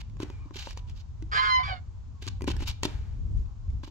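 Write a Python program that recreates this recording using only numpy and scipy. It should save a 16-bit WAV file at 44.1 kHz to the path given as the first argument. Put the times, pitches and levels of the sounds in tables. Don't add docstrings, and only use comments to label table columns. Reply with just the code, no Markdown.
import sys
import numpy as np
from scipy import signal
from scipy.fft import rfft, irfft
from scipy.io import wavfile
from scipy.ndimage import uniform_filter1d, map_coordinates

SR = 44100
rng = np.random.default_rng(int(sys.argv[2]) if len(sys.argv) > 2 else 0)


def pcm_store(signal):
    levels = np.round(np.clip(np.atleast_2d(signal), -1, 1) * 32767)
    wavfile.write(sys.argv[1], SR, levels.astype(np.int16).T)


def decibels_to_gain(level_db):
    exponent = np.asarray(level_db, float) / 20
    return 10 ** exponent


N = 171990


def unit(x):
    return x / np.sqrt(np.mean(x ** 2) + 1e-30)


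def band(x, hz, width):
    return signal.lfilter(*signal.iirpeak(hz, hz / width, SR), x)


def log_bins():
    return np.log(np.fft.rfftfreq(N, 1 / SR) + 1)


def colour(x, table):
    hz, db = np.array(table).T
    gain = decibels_to_gain(np.interp(log_bins(), np.log(hz), db))
    return unit(irfft(rfft(x) * gain, N))


def walk(rate):
    k = int(SR / rate)
    steps = np.repeat(rng.standard_normal(N // k + 1), k)
    return unit(uniform_filter1d(uniform_filter1d(steps, k), k)[:N])


def pair(likeness):
    mid, side = rng.standard_normal((2, N))
    return np.sqrt(1 + likeness) * mid + np.sqrt(1 - likeness) * side * np.array([[1], [-1]])


def gate(start, length, edge):
    t = np.arange(N) / SR
    return np.clip(np.minimum(t - start, start + length - t) / edge, 0, 1)


def decay(t, t60):
    return np.exp(-np.log(1000) * t / t60)


def sides(db):
    return decibels_to_gain(np.array([db, -db]) / 2)


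def lean(x, table):
    hz, db, lead = np.array(table).T
    at = log_bins()
    turn = np.exp(.5j * np.interp(at, np.log(hz), lead) * np.array([[1], [-1]]))
    return irfft(rfft(x) * turn * sides(np.interp(at, np.log(hz), db)), N)


def bird_pan_db(s):
    return np.interp(s, [.3, 1, 2.3, 2.8, 3.8], [0.1, 0.16, 1.3, 1.6, .1])


# time in seconds, level in dB.
WIND = [(0, -39.5), (1.08, -44), (1.22, -38), (1.452, -44), (1.701, -35.5), (2.12, -46.5), (2.399, -37.5),
        (2.62, -33), (2.748, -40), (3.047, -35.5), (3.402, -27), (3.551, -46.5), (3.739, -29), (3.9, -46)]
# frequency in Hz, density in dB per Hz.
WIND_COLOUR = [(15, -35.5), (30, 3.5), (65, 5), (105, -1.5), (170, -22), (300, -35), (600, -49),
               (1500, -61.5)]


def wind():
    s, db = np.array(WIND).T
    t = np.arange(N) / SR
    rumble = colour(pair(.55), WIND_COLOUR)
    edge = band(rumble, 250, 250) * decibels_to_gain(3 + 4 * walk(18))
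    buffeted = rumble * decibels_to_gain(1.6 * walk(21.635)) + edge
    lean_db = np.interp(t, [0, 2.6, 3.1, 3.9], [0.5, 1.0, 4.0, 2.5])
    return buffeted * decibels_to_gain(np.interp(t, s, db) - 1.5) * sides(lean_db)


# frequency in Hz, density in dB per Hz.
YARD = [(200, -6.5), (500, -12.5), (1000, -7.5), (1800, -21), (7800, -23), (9500, -40), (16000, -27)]


def yard():
    return decibels_to_gain(-66.5 + 0.13 * walk(13.0)) * colour(pair(0.15), YARD)


# centre in Hz, width in Hz, level in dB.
CRATE = [(850, 110, 0), (1500, 250, -5), (2350, 144, -4), (2950, 133, -7), (3826, 180, -7.5),
         (4433, 140, -3), (5480, 43, -9)]


def crate(x):
    song = sum(decibels_to_gain(db) * band(x, hz, width) for hz, width, db in CRATE)
    return unit(x + decibels_to_gain(2) * song)


LIKENESS = 0.54
# start in seconds, length in seconds, level in dB,
# centre in Hz, treble in dB.
SCRAPES = [(0, 0.02, -47.5, 2570, -10), (0.188, 0.046, -53, 1500, -9), (0.22, 0.021, -44.5, 2450, -13),
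           (0.533, 0.14, -45, 3270, 9), (0.648, 0.094, -51, 3600, -1), (0.762, 0.042, -56, 2960, 3),
           (0.867, 0.063, -61.5, 2980, 6), (0.948, 0.08, -59, 4300, 13), (2.211, 0.06, -50.5, 3020, 0.5),
           (2.273, 0.018, -38, 4020, 2), (2.468, 0.029, -37, 2860, 5.5), (2.493, 0.033, -40, 2860, -3.5),
           (2.581, 0.076, -49, 2550, 4.5), (2.655, 0.065, -40, 3660, -14.5), (2.673, 0.021, -45, 4030, 30),
           (2.698, 0.038, -57, 3700, -14), (2.823, 0.044, -37, 3330, 3.5), (3.829, 0.03, -51, 2930, -3.5),
           (3.86, 0.035, -54.5, 3000, 10)]
# frequency in Hz, density in dB per Hz.
SCRAPE_COLOUR = [(300, -15.5), (1000, -4), (1900, -11.5), (2700, -4.5), (7500, -9), (16000, -10)]


def scrapes():
    grit = pair(LIKENESS) * decibels_to_gain(3 * rng.exponential(size=N) + 2.2 * walk(160))
    base = crate(colour(grit, SCRAPE_COLOUR))
    treble = signal.sosfilt(signal.butter(4, 8000, "high", fs=SR, output="sos"), base)
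    out = np.zeros((2, N))
    for s, length, db, hz, treble_db in SCRAPES:
        shape = gate(s, length, min(0.28 * length, .03))
        on = np.flatnonzero(shape)
        rub = unit(base[:, on] + 2.4 * band(base[:, on], hz, 0.94 * hz))
        rub = rub + (decibels_to_gain(treble_db) - 1) * 0.2 * treble[:, on]
        out[:, on] += decibels_to_gain(db) * shape[on] * rub * sides(bird_pan_db(s))[:, None]
    return out


def ring(modes, chance):
    t = np.arange(4096) / SR
    x = 0
    for (hz, db, t60), c in zip(modes, chance):
        tone = np.sin(2 * np.pi * hz * (1 + 0.06 * c) * t)
        x = x + decibels_to_gain(db + 1.63 * c) * tone * decay(t, t60)
    return x / np.abs(x).max()


# start in seconds, knock peak in dB, tray thump in dB, wire tick in dB.
TAPS = [(0.098, -54, -68, -61), (0.169, -42.5, -54, -59), (0.202, -27, -28.5, -45),
        (0.231, -36, -25.5, -41.5), (0.301, -31.5, -39, -49.5), (0.408, -51.5, -54, -80),
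        (0.458, -55, -44, -68), (0.509, -35, -40, -67), (0.558, -51, -37, -45), (0.672, -23, -47, -50),
        (0.708, -61, -66, -42.5), (0.73, -62, -60, -49.5), (0.774, -29.5, -59, -41.5),
        (0.897, -49, -76, -50.5), (1.224, -49, -36.5, -50), (2.224, -74.5, -42.5, -41.5),
        (2.267, -46, -36.5, -41.5), (2.278, -60, -46.5, -36.5), (2.409, -29.5, -43, -52),
        (2.42, -37, -29, -41), (2.442, -31.5, -31, -44), (2.477, -51, -20.5, -37),
        (2.481, -16.5, -25.5, -47), (2.503, -25, -31.5, -44), (2.566, -35, -38.5, -43),
        (2.606, -34, -36, -45), (2.624, -33.5, -32.5, -45), (2.833, -18, -31, -23.5),
        (2.853, -17.5, -21, -27.5), (3.372, -52.5, -61, -59.5), (3.46, -72, -73, -64.5),
        (3.703, -70.5, -70, -61.5), (3.835, -30.5, -38.5, -69.5), (3.877, -36, -42, -56.5)]
# pitch in Hz, level in dB, 60 dB decay in seconds.
TRAY = [(284.8, -2.5, 0.1), (352.5, 4, 0.041), (574, -0.5, 0.031), (980, 9, .015), (1480, -2, 0.0066)]
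WIRE_HZ, WIRE_OCTAVES, WIRE_T60_S = 3600, 0.95, 0.026


def taps():
    out, t = np.zeros((2, N + 4096)), np.arange(4096) / SR
    chance = rng.standard_normal((len(TAPS), 24))
    for (s, knock_db, thump_db, tick_db), c in zip(TAPS, chance):
        wires = ring([(WIRE_HZ * 2 ** (WIRE_OCTAVES * u), 0, WIRE_T60_S) for u in c[14:]], c[6:])
        crack = band(rng.standard_normal((2, 4096)), 3600, 14000)
        crack = crack * np.exp(-t / 0.0017) * np.minimum(t / 0.0006, 1)
        knock = decibels_to_gain(knock_db - 5) * ring(TRAY[2:], c)
        thump = decibels_to_gain(thump_db) * ring(TRAY[:2], c[3:])
        tick = decibels_to_gain(tick_db + 7.5) * (wires + 0.74 * crack)
        i = int(s * SR)
        out[:, i:i + 4096] += (knock + thump + tick) * sides(bird_pan_db(s))[:, None]
    return out[:, :N]


# start in seconds, level in dB, 60 dB decay in seconds.
SHIVERS = [
    (.24, -56, 1),
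    (2.29, -62, 0.19),
    (2.53, -52.5, 0.55),
    (2.861, -46.5, 0.74),
]
# frequency in Hz, density in dB per Hz.
SHIVER_COLOUR = [(150, 9.5), (300, 11), (800, 2.5), (2000, 0), (6000, -9.5), (13000, -13.5)]


def shivers():
    t = np.arange(N) / SR
    fade = 0
    for s, db, t60 in SHIVERS:
        fade = fade + decibels_to_gain(db - 60 * np.maximum(t - s, 0) / t60) * gate(s, 0.9, .005)
    return fade * decibels_to_gain(1.2 * walk(40)) * crate(colour(pair(LIKENESS), SHIVER_COLOUR))


# frequency in Hz, lean in dB, left lead in radians.
FEET_LEAN = [(300, 0, .3), (1400, 3, 1.6), (2100, 0, -.8), (4600, -5, -2.2), (7200, 0, 0), (9300, 14, -1.5),
             (13500, 5, -1)]


def feet():
    return lean(taps() + scrapes() + shivers(), FEET_LEAN)


# start in seconds, length in seconds, pitch in Hz, level in dB, hoarseness in %.
HENS = [
    (.37, .15, 1100, -65, 4),
    (.28, .2, 2350, -69, 2),
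    (.765, .12, 985, -61, .2),
    (2.14, .08, 1090, -71, .3),
    (2.3, .1, 790, -69, .5),
    (3.44, .13, 815, -72, .3),
    (3.43, .17, 1120, -68, 5),
    (3.6, .09, 1080, -69, .3),
]


def hens():
    t, out = np.arange(N) / SR, 0
    for s, length, hz, db, hoarse in HENS:
        glide = 1 - 0.3 * (t - s - length / 2) + hoarse / 50 * walk(300)
        phase = 2 * np.pi * np.cumsum(hz * glide) / SR
        note = np.sin(phase + np.array([[0], [1.2]]))
        out = out + decibels_to_gain(db + 3 * walk(30)) * gate(s, length, .03) * note
    return out


def follow(rows):
    rows = np.array(rows).T
    s = rows[0]
    cols = [np.interp(np.arange(N) / SR, s, c) for c in rows[1:]]
    cols[1] = decibels_to_gain(cols[1]) * gate(s[0], s[-1] - s[0], .004)
    return cols


def voice(parts, tones_db, rasp):
    out, waver = np.zeros(N), walk(40.56)
    for rows in parts:
        hz, gain, *tilt = follow(rows)
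        on = np.flatnonzero(gain)
        shaken_hz = hz * (1 + rasp / 40 * walk(150))
        phase = 2 * np.pi * np.cumsum(shaken_hz[on]) / SR
        tilt_db = tilt[0][on] if tilt else 0
        for k, db in enumerate(tones_db):
            wobble_db = 1.5 * waver[on - k * SR // 9]
            out[on] += gain[on] * decibels_to_gain(db + k * tilt_db + wobble_db) * np.sin((k + 1) * phase + k)
    return out * (1 + rasp * walk(450))


# time in seconds, flaps in Hz, level in dB, roughness 0-1, breath in dB.
CREAK = [
    [(1.314, 205.6, -35, 0.1, -0.5), (1.34, 208.3, -29.5, 0.06, 0.5), (1.37, 206, -24.5, 0.1, -2.5),
     (1.41, 209.5, -32.5, 0.04, -4.5), (1.445, 213.3, -29, 0, -5.5), (1.495, 209.3, -33, 0.01, -4),
     (1.53, 205.4, -47, 0.11, -4.5), (1.62, 208.6, -48.5, 0.2, 2)],
    [(1.632, 384, -38, 0.05, 0), (1.68, 379.3, -38.5, 0.01, 1.5), (1.72, 372.7, -42, 0.04, -2.5),
     (1.76, 367, -48, 0.2, -16), (1.79, 351, -67, 0.3, 6.5)],
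]
# centre in Hz, width in Hz, level in dB.
THROAT = [(460, 62, -24), (801, 140, -14), (1244, 300, 2.5), (1600, 240, 3.5), (2250, 340, -5),
          (3200, 1300, -5), (4600, 610, -9), (6160, 1600, -25)]


def creak():
    out = 0
    for rows in CREAK:
        rate, gain, rough, breath_db = follow(rows)
        phase = np.cumsum(rate * (1 + rough / 2 * walk(200))) / SR
        flaps = np.diff(np.floor(phase), prepend=0) * decibels_to_gain(4.7 * rough * walk(290))
        puffs = np.exp(-phase % 1 / .5) * rng.standard_normal(N)
        air = unit(flaps) + decibels_to_gain(breath_db) * unit(puffs)
        throat = sum(decibels_to_gain(db) * unit(band(band(air, hz, w), hz, w)) for hz, w, db in THROAT)
        out = out + gain * unit(throat)
    return out


# time in seconds, pitch in Hz, level in dB, tilt in dB per overtone.
WHISTLE = [
    [(1.365, 1024, -34, 0), (1.395, 1039, -27, -1), (1.425, 1054, -32, -3), (1.47, 1054, -31, -3),
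     (1.505, 1035, -30, .5), (1.56, 1021, -25, 0), (1.59, 1022, -28, -3), (1.635, 1025, -42, -2)],
    [(1.63, 1155, -35, -2), (1.675, 1137, -39, -3), (1.74, 1118, -52, -4)],
    [(1.415, 1475, -35, -15), (1.47, 1478, -30, -15), (1.535, 1450, -44, -15)],
    [(1.415, 1680, -40, -15), (1.445, 1690, -32, -15), (1.48, 1680, -42, -15)],
]
# level in dB, from the fundamental up.
WHISTLE_TONES_DB = [3, -2, -7, -10, -19, -27, -33, -40, -42, -46, -48, -52, -55, -58]
# time in seconds, pitch in Hz, level in dB.
LOWER = [
    [(1.573, 777, -47.5), (1.6, 725, -30), (1.645, 750, -55)],
    [(1.67, 795, -46), (1.69, 780.6, -27), (1.725, 742, -27.5), (1.75, 729, -42), (1.795, 706, -50)],
]
# level in dB, from the fundamental up.
LOWER_TONES_DB = [-12, -12.5, -14, -20.5, -25, -23]
# left delay in ms, right delay in ms, left level in dB, right level in dB.
PATHS = [
    (0, 0, -1, 0.5),
    (6.3, 7, -24, -5),
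    (13.7, 13.5, -16, -4.5),
]
# frequency in Hz, lean in dB, left lead in radians.
CALL_LEAN = [(600, 0, -.3), (950, 0, 2.9), (1700, 0, 2.8), (2100, 8, .7), (3100, 0, -.7), (4200, -7, -4.2),
             (5200, -3, -5.9), (9300, 14, -5.5)]


def rooster():
    call = voice(WHISTLE, WHISTLE_TONES_DB, 0.11) + voice(LOWER, LOWER_TONES_DB, 0.38) + creak()

    def late(ms):
        return map_coordinates(call, [np.arange(N) - ms * SR / 1000], order=1)

    out = np.zeros((2, N))
    for left_ms, right_ms, left_db, right_db in PATHS:
        out += np.array([decibels_to_gain(left_db) * late(left_ms), decibels_to_gain(right_db) * late(right_ms)])
    return lean(out, CALL_LEAN)


def echo(x):
    t = np.arange(SR // 2) / SR
    tail = band(rng.standard_normal((2, len(t))), 830, 4300)
    tail = tail * decay(t, 0.35) * np.minimum(t / 0.01, 1)
    tail = tail / np.sqrt(np.sum(tail ** 2) / 2)
    return decibels_to_gain(-18) * signal.fftconvolve(x, tail, axes=1)[:, :N]


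def scene():
    air = wind() + yard()
    steps = feet()
    flock = hens()
    call = rooster()
    return air + steps + flock + call + echo(decibels_to_gain(-10.5) * call + steps)


def band_limit(x):
    return signal.sosfilt(signal.butter(12, 16640, fs=SR, output="sos"), x)


# frequency in Hz, gain in dB.
MIC = [(7000, 2), (8600, -10), (9500, -15), (11000, -13), (12500, -9), (16000, -19), (16700, -58.5)]


def record(dry):
    hz, db = np.array(MIC).T
    gain = decibels_to_gain(np.interp(np.fft.rfftfreq(N, 1 / SR), hz, db))
    mix = irfft(rfft(dry) * gain, N)
    return band_limit(mix)


dry = scene()
out = record(dry)
pcm_store(out)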